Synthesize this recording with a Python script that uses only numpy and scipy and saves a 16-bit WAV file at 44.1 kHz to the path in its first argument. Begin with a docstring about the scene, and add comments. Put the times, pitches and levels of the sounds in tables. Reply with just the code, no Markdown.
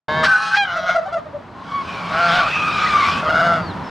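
"""Geese quarrel a few metres away, over the murmur and low hum of a farmyard. One grunts, breaks into
a shriek that clears to a honk, and trails off in a rasp and soft clucks: membrane pulses and puffs of air
ringing in the throat. A thin squeak opens a long wheezy hiss, air rushing through an open beak.
A hoarse honk sounds over it, two short peeps cut through, and a second hoarse honk comes as the hiss dies.
A small bird whistles at the end."""
import sys
import numpy as np
from scipy import signal
from scipy.fft import rfft, irfft
from scipy.io import wavfile
from scipy.ndimage import uniform_filter1d, map_coordinates

SR = 44100
rng = np.random.default_rng(int(sys.argv[2]) if len(sys.argv) > 2 else 0)


def wrap_up_sound(samples):
    """Save the sound to the file named by the first command line argument, as 16-bit audio."""
    columns = np.atleast_2d(samples).T
    # keep every value between -1 and 1, then stretch to whole-number steps
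    tamed = np.clip(columns, -1, 1)
    steps = np.round(tamed * 32767).astype(np.int16)
    wavfile.write(sys.argv[1], SR, steps)


N = 171990
T = np.arange(N) / SR
TOP_HZ = 15400


def amp(db):
    """Decibels to gain."""
    return 10 ** (np.asarray(db) / 20)


def unit(x):
    """Scales to rms 1."""
    return x / np.sqrt(np.mean(x ** 2) + 1e-20)


def read(points, hz):
    """Reads a curve on a log-frequency axis."""
    f, value = np.transpose(points)
    return np.interp(np.log(hz + 1), np.log(f + 1), value)


def follow(rows, fade_s=0.0045):
    """Breakpoints to automation: the times spanned, a soft-ended gate and a curve per column."""
    s, *columns = np.transpose(rows)
    t = np.arange(s[0], s[-1], 1 / SR)
    gate = np.clip(np.minimum(t - t[0], t[-1] - t) / fade_s, 0, 1)
    return t, gate, *[np.interp(t, s, c) for c in columns]


def place(t, sound):
    """Sets a sound at its time in silence."""
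    return np.pad(sound, (max(round(t[0] * SR), 0), N))[:N]


def wander(size, hz):
    """Random modulation of rms about 1, rolling off above the given rate."""
    z = rfft(rng.standard_normal(SR * 2))
    bin_hz = np.arange(len(z)) / 2
    return unit(irfft(z / (1 + (bin_hz / hz) ** 4)))[:size]


def colour(x, eq):
    """Minimum-phase EQ; the result has rms 1."""
    log_gain = np.log(amp(read(eq, abs(np.fft.fftfreq(4096, 1 / SR)))))
    taps = np.fft.ifft(np.exp(np.conj(signal.hilbert(log_gain)))).real
    return unit(signal.fftconvolve(x, taps[:len(taps) // 2])[:len(x)])


def resonate(x, hz, width_hz):
    """A steep resonance at hz, fixed or gliding."""
    carrier = np.exp(2j * np.pi * np.cumsum(hz * np.ones(len(x))) / SR)
    r = np.exp(-np.pi * width_hz / SR)
    return unit((carrier * signal.lfilter([1], [1, -2 * r, r * r], x / carrier)).real)


def mouth(x, throat, hz, rough, tracking=0.36, drift=0.063):
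    """Throat colour whose resonances partly follow the pitch and drift when the voice is rough."""
    n = np.arange(len(x))
    clock = np.cumsum((hz / hz.mean()) ** tracking * (1 + drift * rough * wander(len(x), 28)))
    # Warp time, filter, warp back: only the resonances move.
    warped = map_coordinates(x, [np.interp(np.arange(clock[-1]), clock, n)], order=5)
    return map_coordinates(colour(warped, throat), [clock], order=5)


def voice(rows, throat, air, jitter=1.0, breathy_hz=3000):
    """Uneven membrane pulses, each with a puff of air, ring in the throat; the treble is smeared."""
    puff_cycles, smear_s, smear_db = 0.73, 0.006, 1
    t, gate, hz, db, rough = follow(rows)
    cycles = np.cumsum(hz * (1 + jitter * 0.0483 * rough * wander(len(t), 120))) / SR
    phase = cycles % 1 - .5
    terms = 2 * int(TOP_HZ / hz.max()) + 1  # band-limits the pulses
    pulses = unit(np.sinc(terms * phase) / np.sinc(phase) - 1 / terms)
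    puffs = unit(np.exp(-(phase % 1) / puff_cycles) * rng.standard_normal(len(t)))
    body = signal.sosfiltfilt(signal.butter(2, breathy_hz, fs=SR, output="sos"), pulses)
    smear = rng.standard_normal(SR // 50) * np.exp(-T[:SR // 50] / smear_s)
    treble = signal.fftconvolve(pulses - body, smear / np.linalg.norm(smear))[:len(t)]
    drive = (1 - rough) * (body + amp(smear_db) * treble) + air * rough * puffs
    flutter = 1 + 0.5 * rough * np.tanh(wander(len(t), 72))
    return place(t, gate * amp(db) * mouth(drive * flutter, throat, hz, rough))


def tone(rows, partials, waver, shake=0.18, bright_db=0):
    """A clear note: pitch wavers, level shakes, and any partials above the second flicker."""
    t, gate, hz, db = follow(rows)
    phase = 2 * np.pi * np.cumsum(hz * (1 + waver * wander(len(t), 110))) / SR
    count = max(int(partials[-1][0] / hz.mean()), 1)
    note = 0
    for k in range(1, count + 1):
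        flicker_db = 3 * wander(len(t), 45) if k > 2 else 0
        gain = amp(read(partials, k * hz.mean()) + flicker_db + bright_db * (k > 1))
        note += gain * np.sin(k * phase + 2 * np.pi * rng.random())
    return place(t, gate * amp(db) * unit(note) * (1 + shake * wander(len(t), 89)))


def turbulence(x, depth_db, full_hz=2150):
    """Narrow bands swell and fade on their own, most deeply above full_hz."""
    hz, _, z = signal.stft(x, SR, nperseg=512)
    bands = uniform_filter1d(rng.standard_normal(z.shape), size=4, axis=0)
    swells = unit(uniform_filter1d(bands, size=12, axis=1))
    share = np.minimum(hz / full_hz, 1)[:, None]
    return signal.istft(z * amp(depth_db * share * swells), nperseg=512)[1][:len(x)]


# EQ of the background beds: freq_hz, gain_db
WASH_EQ = [(25, -48), (80, -7), (160, 4.5), (330, -6), (950, 2.5), (1400, -3.5), (2500, -16), (4000, -20.5),
           (15000, -56)]
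RUMBLE_EQ = [(22, -47.5), (50, -14), (90, -1.5), (150, -9), (230, -4.5), (400, -12), (1000, -79.5)]
# Their fader rides: time_s, level_db
WASH_FADER = [(.08, -28), (.25, -27.5), (.35, -40), (1.5, -40.5), (1.95, -31.5), (3.5, -28), (3.9, -31)]
RUMBLE_FADER = [(.08, -37), (.25, -31.5), (.36, -55), (1.5, -42), (2.1, -41), (3, -34)]
HUM_FADER = [(.08, -40), (.4, -51.5), (1.5, -57.5), (2.001, -41.5), (2.8, -45.5), (3.4, -34), (3.6, -30),
             (3.9, -39.5)]


def yard():
    """Distant wash, partly different at each ear, over a low rumble and a wavering hum."""
    mid, low, drone, side = rng.standard_normal((4, N))
    wash = colour(mid, WASH_EQ) + amp(-12) * colour(side, WASH_EQ) * np.array([[1], [-1]])
    hum = resonate(drone, hz=171.3, width_hz=27)
    layers = [(wash, WASH_FADER), (colour(low, RUMBLE_EQ), RUMBLE_FADER), (hum, HUM_FADER)]
    return sum(x * amp(np.interp(T, *np.transpose(fader))) for x, fader in layers)


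# Opening grunt: time_s, pitch_hz, level_db, roughness (0-1)
GRUNT = [(.082, 152, -21, 0.22), (.122, 154.7, -22, 0.08), (.2, 158.4, -19, 0.17),
         (.245, 158.1, -14.5, 0.31), (.29, 158, -30.5, 0.5)]
# Its throat: freq_hz, gain_db
GRUNT_THROAT = [(155, -7.5), (310, -28), (470, -9.5), (630, 2), (785, -14), (940, -1.5), (1100, 2.5),
                (1260, -22), (1570, 0), (1730, 3), (1880, -49), (2030, -13), (2200, -4.5), (2360, -39),
                (2700, -18.5), (2980, -26.5), (3140, -5.5), (3350, -29.5), (3680, -7), (4000, -24),
                (4700, -19.5), (5900, -40), (7400, -39.5), (12000, -104)]


def grunt():
    """Low, fairly even pulses with little breath."""
    return voice(GRUNT, GRUNT_THROAT, air=0.59, jitter=0.5, breathy_hz=4950)


# Rough layer of the shriek: time_s, pitch_hz, level_db, roughness (0-1)
SHRIEK = [(.229, 212.8, -14, 0.45), (.25, 209.7, -15.5, 0.95), (.285, 220.4, -19.5, 0.41),
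          (.36, 215.8, -25, 0.37), (.44, 217.4, -21, 0.31), (.51, 220.6, -22, 0.37),
          (.555, 232.3, -24, 0.8), (.585, 211.4, -44, 0.46)]
# Its throat: freq_hz, gain_db
SHRIEK_THROAT = [(150, -28.5), (650, -27.5), (950, -15), (1100, -4), (1300, 7.5), (1530, -4.5), (1740, 0.5),
                 (1950, -16.5), (2450, -24.5), (2850, -9), (3300, -16), (4400, -18.5), (5400, -22),
                 (6800, -31), (8300, -33.5), (15000, -66.5)]
# Piercing core and the clear line under it: time_s, pitch_hz, level_db
SHRIEK_CORE = [(.25, 1570, -29.5), (.27, 1548, -10.5), (.31, 1520, -14.5), (.355, 1500, -11),
               (.395, 1507, -24.5), (.51, 1529, -28.5), (.548, 1550, -10.5), (.572, 1653, -29)]
SHRIEK_ROOT = [(.25, 795, -32.5), (.4, 821, -29), (.565, 836, -29)]


def shriek():
    """A rough, turbulent cry with two clear notes about an octave apart."""
    cry = voice(SHRIEK, SHRIEK_THROAT, air=.8, jitter=1.1, breathy_hz=4000)
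    core = tone(SHRIEK_CORE, [(1500, 0)], waver=0.0056, shake=0.23)
    root_eq = [(800, -2.5), (1600, -8), (2450, -9.5), (3300, -23.5), (4300, -12.5), (7000, -32.5)]
    root = tone(SHRIEK_ROOT, root_eq, waver=0.012, shake=0.21)
    return turbulence(cry, depth_db=3) + core + root


# Air accents at both ends of the shriek: peak_s, half_length_s, level_db
SPITS = [(0.257, 0.016, -19.5), (0.565, 0.021, -23)]
# Their EQ: freq_hz, gain_db
SPIT_EQ = [(300, -31.5), (1000, 7.5), (2100, 17), (3200, 7.5), (4600, 10), (9500, -21.5), (11500, -19),
           (15000, -47)]


def spits():
    """Air spits out as the voice breaks."""
    bursts = sum(amp(db) * np.exp(-((T - peak_s) / half_s) ** 2) for peak_s, half_s, db in SPITS)
    return bursts * colour(rng.standard_normal(N), SPIT_EQ)


# Clear honk: time_s, pitch_hz, level_db, roughness (0-1)
HONK = [(.56, 810, -26, 0.15), (.575, 817.4, -14, .06), (.6, 817, -14.5, 0.033), (.638, 787, -18.5, .06),
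        (.66, 754, -37, 0.36)]
# Its throat: freq_hz, gain_db
HONK_THROAT = [(400, -25), (810, 4.5), (1620, 3), (2450, -0.5), (3280, -3), (4100, -10), (4900, -19),
               (8000, -34), (14000, -55.5)]
# Its falling tail: time_s, pitch_hz, level_db
HONK_TAIL = [(.645, 1590, -21.5), (.675, 1523, -27.5), (.7, 1474, -25.5), (.735, 1450, -31)]


def honk():
    """Fast, even pulses make a clear note that trails off an octave higher."""
    call = voice(HONK, HONK_THROAT, air=1.3, breathy_hz=7000)
    return call + tone(HONK_TAIL, [(1500, 0), (3000, -9), (4000, -30)], waver=.028, shake=.4)


# Rasp under the clucks: time_s, pitch_hz, level_db, roughness (0-1)
RASP = [(.64, 191, -32, 0.3), (.72, 170.7, -24.5, 0.36), (.765, 179, -24, 0.4), (.8, 181.3, -28.5, 0.28),
        (.86, 181.1, -24.5, 0.32), (.915, 180.8, -19, 0.34), (.955, 177.4, -26.5, 0.36),
        (1.02, 169.7, -40, 0.35), (1.14, 172, -39.5, .7), (1.22, 162, -42, .7)]
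# Its throat: freq_hz, gain_db
RASP_THROAT = [(150, -12), (400, -35.5), (680, -5), (900, -20), (1400, 3.5), (1700, -17.5), (2100, -9.5),
               (2500, -28.5), (2800, -18), (3500, -18.5), (4400, -30), (5500, -30), (8000, -55.5),
               (14000, -56)]


def rasp():
    """The voice sinks to low, breathy pulses."""
    return turbulence(voice(RASP, RASP_THROAT, air=.8), depth_db=3)


# Run of clucks: start_s, length_s, pitch_hz, level_db, overtone_lift_db
CLUCKS = [(0.748, 0.049, 674, -20, 5.5), (0.774, 0.036, 668, -19.5, -3.5), (0.821, 0.055, 659, -25.5, -10),
          (0.886, 0.023, 677, -14, 4), (0.944, 0.039, 683, -13.5, -0.5), (0.969, 0.034, 675, -13, -7),
          (0.996, 0.071, 658, -26.5, -3), (1.055, 0.03, 767, -21.5, -4), (1.077, 0.031, 598, -27, 0.5),
          (1.118, 0.038, 685, -20.5, 3.5), (1.145, 0.038, 673, -14.5, -7), (1.168, 0.035, 615, -26, 1),
          (1.249, 0.041, 618, -31, -9), (1.331, 0.049, 596, -25.5, -17)]
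# Their partials: freq_hz, gain_db
CLUCK_EQ = [(670, -1.5), (1350, -6.5), (2000, -22), (2800, -31.5), (4200, -34.5), (6200, -41.5),
            (15000, -76)]


def cluck(start_s, length_s, hz, db, bright_db):
    """A short soft note whose pitch and level rise and fall in one arch; an open beak brightens it."""
    progress = np.linspace(0, 1, 9)
    sag = 1 - np.sin(np.pi * progress)
    rows = np.transpose([start_s + length_s * progress, hz * (1 - 0.054 * sag), db - 12.5 * sag])
    return tone(rows, CLUCK_EQ, waver=0.017, bright_db=bright_db)


def wheeze(noise, hz, width_hz):
    """Air in a narrow resonance, its slow swings evened out as in a sustained whistle."""
    band = resonate(noise, hz, width_hz)
    return unit(band / np.sqrt(abs(uniform_filter1d(band ** 2, size=700)) + 0.041))


# Hiss automation: time_s, throat_hz, throat_db, beak_hz, beak_db, air_db
HISS = [(1.55, 1046, -48, 2400, -76, -57), (1.72, 1136, -32.5, 2400, -74, -39.5),
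        (1.83, 1112, -45, 2540, -58, -41), (1.89, 1100, -35.5, 2480, -36, -36.5),
        (2.08, 1125, -32.5, 2250, -37.5, -34.5), (2.36, 1143, -27.5, 2140, -38, -21.5),
        (2.45, 1153, -19, 2400, -27, -28.5), (2.5, 1250, -40, 2552, -28, -26),
        (2.54, 1240, -30, 2554, -20.5, -27.5), (2.7, 1233, -21.5, 2460, -26, -28.5),
        (2.88, 1228, -21.5, 2380, -27.5, -24), (2.99, 1165, -18.5, 2270, -26.5, -25),
        (3.04, 1150, -15.5, 2180, -21.5, -24), (3.09, 1148, -21.5, 2410, -27, -23),
        (3.2, 1139, -28, 2560, -32.5, -28), (3.28, 1110, -35, 2510, -50, -52)]
# EQ of the rushing air: freq_hz, gain_db
AIR_EQ = [(200, -28), (650, -6.5), (1000, -1.5), (1450, 11.5), (1850, -2.5), (2500, -5), (3500, -4),
          (4400, -7.5), (5000, -7.5), (6500, -19), (8000, -24.5), (15000, -47)]


def hiss():
    """Air rushes through the open beak and wheezes in three gliding, fluttering resonances."""
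    t, gate, throat_hz, throat_db, beak_hz, beak_db, air_db = follow(HISS)
    noise = rng.standard_normal((4, len(t)))
    flutter_db = 3 * wander(len(t), 25)
    throat = amp(throat_db + flutter_db) * wheeze(noise[0], throat_hz, width_hz=64)
    beak = amp(beak_db) * wheeze(noise[1], beak_hz, width_hz=190)
    upper = amp(-10) * resonate(noise[2], 2.7 * throat_hz, width_hz=950)
    air = amp(air_db) * turbulence(colour(noise[3], AIR_EQ) + upper, depth_db=2.6)
    tremble = 1 + 0.061 * wander(len(t), 47)
    return place(t, gate * (throat + beak + air) * tremble)


# Squeak at the head of the hiss: time_s, pitch_hz, level_db
SQUEAK = [(1.66, 1117, -43), (1.72, 1115, -26), (1.765, 1125, -19.5), (1.82, 1096, -24), (1.835, 1080, -46)]
# Its partials: freq_hz, gain_db
SQUEAK_EQ = [(1100, 5), (2230, -10.5), (4450, -27.5), (8000, -62)]


def squeak():
    """A thin note that swells, then droops in pitch as it ends."""
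    return tone(SQUEAK, SQUEAK_EQ, waver=0.0046)


# Hoarse honks, one list each: time_s, pitch_hz, level_db, roughness (0-1)
HOARSE_HONKS = [
    [(2.1, 154.8, -27.5, 0.64), (2.15, 160, -18.5, 0.27), (2.21, 174.5, -18.5, 0.15),
     (2.31, 168.7, -15.5, 0.16), (2.36, 179.6, -14.5, 0.49), (2.395, 178.8, -14, 0.41),
     (2.43, 161.6, -20.5, 0.43), (2.49, 147, -22, 0.99)],
    [(3.22, 153.9, -25.5, 0.61), (3.27, 157.5, -17, 0.38), (3.33, 161.8, -15.5, 0.53),
     (3.4, 165.5, -14.5, 0.35), (3.48, 170.7, -15, 0.4), (3.54, 169.1, -16.5, 0.38),
     (3.6, 156.8, -25, 0.25), (3.65, 155, -44, 0.37)],
]
# A throat for each: freq_hz, gain_db
HOARSE_THROATS = [
    [(170, -10.5), (340, -30.5), (520, -15), (690, 1.5), (800, -4), (1000, -28.5), (1390, 7.5), (1750, -16),
     (2300, -10.5), (3050, -23), (4800, -25), (7500, -51), (15000, -71)],
    [(170, -18), (340, -29.5), (520, -11.5), (680, 3.5), (830, -19), (1020, -20.5), (1380, 7.5),
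     (1800, -24), (2100, -10), (2500, -35.5), (2800, -12), (3050, -28.5), (3450, -14), (3800, -27),
     (4850, -26), (7500, -47.5), (15000, -61)],
]
# Pitch scatter of each: jitter (factor)
HOARSE_JITTER = [0.856, 1.0]


def hoarse_honks():
    """Two low calls of ragged pulses and turbulent breath."""
    return sum(turbulence(voice(rows, throat, air=.9, jitter=jitter, breathy_hz=4000), depth_db=1.5)
               for rows, throat, jitter in zip(HOARSE_HONKS, HOARSE_THROATS, HOARSE_JITTER))


# Peeps, one list each: time_s, pitch_hz, level_db
PEEPS = [
    [(2.49, 1650, -37), (2.53, 2030, -33), (2.58, 1700, -37)],
    [(2.83, 1510, -42), (2.87, 1990, -25.5), (2.91, 1650, -41)],
]


def peeps():
    """Two short arching whistles cut through the hiss."""
    return sum(tone(rows, [(2000, 6), (4000, -20)], waver=0.02, shake=0.26) for rows in PEEPS)


# Bird notes, one list each: time_s, pitch_hz, level_db
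BIRD_NOTES = [
    [(3.59, 4750, -52), (3.67, 4500, -44.5), (3.705, 4080, -42), (3.735, 3120, -47)],
    [(3.835, 5380, -55), (3.9, 5200, -49)],
]


def bird():
    """A small bird whistles two faint, pure, falling notes."""
    return sum(tone(rows, [(5400, 0)], waver=0.0074) for rows in BIRD_NOTES)


# Reverb time of the yard: freq_hz, t60_s
ECHO_DECAY = [(150, 0.19), (1000, 0.45), (4000, 0.22), (12000, 0.03)]


def echoes(send):
    """Ground and walls scatter a short tail, different at each ear."""
    taps = rng.standard_normal((2, SR // 2)) * (rng.random((2, SR // 2)) < .05)
    hz, t, z = signal.stft(taps, SR, nperseg=256)
    decay = amp(-60 * t / read(ECHO_DECAY, hz)[:, None])
    tail = signal.istft(z * decay, SR, nperseg=256)[1]
    return signal.fftconvolve(send[None], tail / np.linalg.norm(tail[0]), axes=1)[:, :N]


def scene():
    """Mixes the calls over the yard: near voices are driest, the clucks get the most echo."""
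    near = grunt() + hoarse_honks()
    far = shriek() + spits() + honk() + rasp() + hiss() + squeak() + peeps() + bird()
    clucks = sum(cluck(*row) for row in CLUCKS)
    send = amp(-20) * near + amp(-18) * far + amp(-14) * clucks
    return yard() + near + far + clucks + echoes(send)


# Stereo balance: freq_hz, left_minus_right_db
STEREO_LEAN = [(160, -0.1), (290, -4.5), (640, 1), (1400, 0.8), (3000, 0)]


def record(dry):
    """Master: a slight left-right colour, a near-silent lead-in, quick fades and a low-pass."""
    start_s, fade_in_s, fade_out_s = .082, 0.00098, 0.002
    lean_db = read(STEREO_LEAN, np.fft.rfftfreq(N, 1 / SR)) * np.array([[.5], [-.5]])
    leaned = irfft(rfft(dry) * amp(lean_db), N)
    fade_in = np.clip((T - start_s) / fade_in_s, amp(-68), 1)
    fade_out = np.clip((T[-1] - T) / fade_out_s, 0, 1)
    lowpass = signal.firwin(511, TOP_HZ, window=("kaiser", 9), fs=SR)
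    return signal.oaconvolve(leaned * fade_in * fade_out, lowpass[None], "same")


dry = scene()
out = record(dry)
wrap_up_sound(out)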